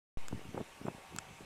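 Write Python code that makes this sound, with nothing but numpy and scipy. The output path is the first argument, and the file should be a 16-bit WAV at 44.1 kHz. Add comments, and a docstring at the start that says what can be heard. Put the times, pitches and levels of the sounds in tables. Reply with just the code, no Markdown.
"""On a road above the sea, heard from a stopped car, a sheep rubs on a wire fence.
The wire slips at its post and rings very briefly, giving three dry ticks.
Small gusts and swirls of air flutter against the microphone, which opens with a soft pop.
Behind them is a steady wash of sea and air, with a faint hum and a faint high chirr."""
import sys
import numpy as np
from scipy import signal
from scipy.fft import rfft, irfft
from scipy.io import wavfile
from scipy.ndimage import uniform_filter1d

SR = 44100
rng = np.random.default_rng(int(sys.argv[2]) if len(sys.argv) > 2 else 0)


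def bounce(signal):
    """Save signal as a 16-bit WAV file at the path given by the first command-line argument."""
    frames = np.transpose(np.atleast_2d(signal))
    limited = np.clip(frames, -1, 1)
    pcm = np.round(limited * 32767).astype(np.int16)
    wavfile.write(sys.argv[1], SR, pcm)


N = 63945
T, HZ = np.arange(N) / SR, np.fft.rfftfreq(N, 1 / SR)

# The ticks of the fence. Each row: start in seconds, level in dB, ring time factor, pitch factor,
# treble tilt in dB per octave, scrape level in dB, rebound level in dB.
FENCE_TICKS = [(0.2834, -33.1, 0.42, 0.965, -2.3, -2, -19), (1.163, -36.5, 0.29, 0.93, 1.3, 9.5, -20),
               (1.1859, -28, 0.87, 1, -1.2, -12, -11)]
# The wire's ringing tones, before each tick adjusts them.
# Each row: pitch in Hz, level in dB, seconds to fade by 60 dB.
WIRE_TONES = [(1000, -19, 0.0092), (1450, 0, 0.011), (1650, -13, 0.0078), (2290, -13, 0.018),
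              (2580, -5, .0115), (3200, -6.5, 0.012), (4900, -7, 0.01), (5380, -3.5, 0.011),
              (7020, -13, 0.0096), (7290, 3, .0102), (7815, 1.5, 0.0094), (10100, -11.5, 0.0081),
              (12150, -16, .0046), (14700, -17.8, .0048)]
# Swirls of air hitting the microphone. Each row: time in seconds, level in dB, centre pitch in Hz.
AIR_EDDIES = [(0.3133, -39, 179), (0.327, -32, 533), (0.3312, -28, 167), (0.3608, -40, 150),
              (0.3788, -37.5, 155), (0.394, -40, 340), (.4162, -42, 400), (.4545, -40, 150),
              (0.493, -42, 159), (0.5139, -41.5, 175), (.5467, -30.5, 217), (.5535, -35.5, 513),
              (.5718, -31.5, 358), (.5768, -25.5, 490), (.5791, -24.5, 370), (.5828, -45, 420),
              (0.6041, -32, 308), (.6087, -33.5, 480), (0.6132, -28.5, 207), (0.8157, -36.5, 165),
              (0.8553, -28, 215), (0.8676, -32, 710), (0.8741, -49, 178), (.8837, -22.5, 494),
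              (.8847, -21.5, 212), (0.8869, -32, 514), (0.9498, -40.5, 166), (0.9841, -44.2, 203),
              (1.1258, -42.5, 259), (1.1477, -41.5, 148), (1.1636, -40, 130), (1.187, -39.5, 137),
              (1.4093, -37.5, 248)]
# Puffs of wind. Each row: peak time, rise and fall in seconds, level in dB, centre pitch in Hz.
WIND_GUSTS = [(.347, 0.02, .031, -45.5, 93), (.487, .04, 0.033, -53.5, 102),
              (.576, .023, 0.034, -42.5, 185), (0.819, 0.01, 0.0082, -45, 125),
              (.867, 0.016, .029, -43.5, 172), (1.152, 0.034, 0.039, -53, 119),
              (1.3, 0.032, 0.037, -57, 78), (1.427, 0.019, 0.021, -53.5, 94)]
# The tone colour of sea and air. Each row: frequency in Hz, relative level in dB.
WASH_SPECTRUM = [(25, -1.5), (100, -2), (200, -2), (360, -3), (800, 0), (1500, -5), (2600, -3.5),
                 (4600, -14), (6300, -13.5), (9000, -16), (12500, -22), (15500, -30.5), (16100, -59)]
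# Narrow peaks that make the wash hum. Each row: pitch in Hz, width in Hz, boost in dB.
HUM_PEAKS = [(542, 42, 3), (720, 48, 1.5), (771, 18, 10.5), (920.6, 34.5, 9.5), (1130, 73, 5.5),
             (2198, 63, 4.5), (2597, 22, 5.5)]


def wire_tick(db, ring, pitch, tilt_db, scrape_db, rebound_db):
    """The wire slips with a tiny scrape, rings very briefly and rebounds once."""
    rise_s, scrape_s, rebound_s = 0.00028, 0.00055, 0.0023
    tilt_pivot_hz, scrape_top_hz = 4500, 15400
    t = T[:SR // 20]
    tones = np.zeros(len(t))
    for hz, level, fade_s in WIRE_TONES:
        gain = amp(level + tilt_db * np.log2(hz / tilt_pivot_hz))
        fade = amp(-60 * t / (fade_s * ring))
        tones += gain * fade * np.sin(2 * np.pi * hz * pitch * t)
    hiss = noise(1 / (1 + (HZ / scrape_top_hz) ** 2))[:len(t)]
    scrape = amp(scrape_db) * hiss * np.exp(-t / scrape_s)
    snap = (tones + scrape) * (1 - np.exp(-t / rise_s))
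    tick = snap.copy()
    add(tick, rebound_s, amp(rebound_db) * snap)
    return amp(db) * tick


def wind(bass_cut_hz=69):
    """Gusts and their eddies at the microphone, with the deepest bass cut."""
    gusts = sum(gust(*row) for row in WIND_GUSTS)
    eddies = sum(eddy(*row) for row in AIR_EDDIES)
    bass_cut = HZ ** 2 / np.sqrt(HZ ** 4 + bass_cut_hz ** 4)
    return irfft(rfft(gusts + eddies) * bass_cut, N)


def gust(peak_s, rise_s, fall_s, db, centre_hz, lump_db=1.5, lump_hz=92):
    """A lumpy rush of air swells and fades."""
    widths_from_peak = (T - peak_s) / np.where(T < peak_s, rise_s, fall_s)
    swell = np.exp(-widths_from_peak ** 2 / 2)
    lumps = amp(lump_db * noise(np.exp(-(HZ / lump_hz) ** 2)))
    return amp(db) * swell * unit(lumps * turbulence(centre_hz))


def eddy(time_s, db, centre_hz, wake_db=-20.5, wake_s=0.0045):
    """One swirl passes the microphone: a pressure dip, an overshoot and a brief ragged wake."""
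    t = T - time_s
    lean = np.exp(0.98j)  # this angle turns an even dip into a dip and an overshoot
    dip = -(lean / (1 - 1j * np.pi * centre_hz * t) ** 3).real
    wake = amp(wake_db) * turbulence(centre_hz) * np.exp(-abs(t) / wake_s)
    return amp(db) * (dip + wake)


def turbulence(centre_hz):
    """Swirling air: a broad hump of noise that dies away above its centre."""
    return noise(HZ * np.exp(-HZ / centre_hz))


def sea_wash(db=-55.5, patch_db=1.78):
    """Sea and air make a steady, faintly humming noise with slightly louder and softer patches."""
    hum_db = sum(boost / (1 + (2 * (HZ - hz) / width) ** 2) for hz, width, boost in HUM_PEAKS)
    steady = noise(amp(read(WASH_SPECTRUM, HZ) + hum_db))
    grid = signal.stft(steady, nperseg=1024, noverlap=768)[2]  # the sound by frequency and time
    patches = rng.standard_normal(grid.shape)
    for axis in (0, 1):  # blur over frequency, then over time
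        patches = uniform_filter1d(patches, size=10, axis=axis)
    grid = grid * amp(patch_db * unit(patches))
    air = signal.istft(grid, nperseg=1024, noverlap=768)[1][:N]
    return amp(db) * unit(air)


def chirr(db=-79, pitch_hz=7590, width_hz=180, throb_hz=11.5, throb_db=5.5):
    """A faint, thin, high chirr throbs unevenly, perhaps from insects by the road."""
    throb = amp(throb_db * noise(np.exp(-4 * (HZ / throb_hz - 1) ** 2)))
    thin_hiss = noise(np.exp(-((HZ - pitch_hz) / width_hz) ** 2))
    return amp(db) * unit(throb * thin_hiss)


def amp(db):
    """Turns decibels into a number to multiply by."""
    return 10 ** (np.asarray(db) / 20)


def unit(x):
    """Scales a signal to an average (rms) level of 1."""
    return x / np.sqrt(np.mean(x ** 2) + 1e-20)


def read(points, hz):
    """Fills in the levels between a spectrum's points, spacing octaves evenly."""
    point_hz, level = np.transpose(points)
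    return np.interp(np.log(hz + 1), np.log(point_hz), level)


def add(mix, start_s, sound):
    """Adds a sound into the mix at its start time."""
    part = mix[round(start_s * SR):][:len(sound)]
    part += sound[:len(part)]


def noise(gain):
    """Noise at level 1, shaped by a gain for each frequency."""
    return unit(irfft(rfft(rng.standard_normal(N)) * gain, N))


def scene():
    """Mixes the wash, chirr, wind and fence into one channel."""
    mix = sea_wash() + chirr() + wind()
    for start_s, *row in FENCE_TICKS:
        add(mix, start_s, wire_tick(*row))
    return mix[None]


def record(dry):
    """Silence until the microphone opens with a soft pop; the highest treble is cut."""
    open_s, rise_s, pop_db, settle_s, top_hz = 0.1724, 0.0002, -30, 0.11, 16400
    since_open = np.maximum(T - open_s, 0)
    pop = -amp(pop_db) * np.exp(-since_open / settle_s)
    fade_in = 1 - np.exp(-since_open / rise_s)
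    treble_cut = signal.firwin(511, top_hz, window=("kaiser", 9), fs=SR)
    return signal.oaconvolve((dry + pop) * fade_in, treble_cut[None], "same")


dry = scene()
out = record(dry)
bounce(out)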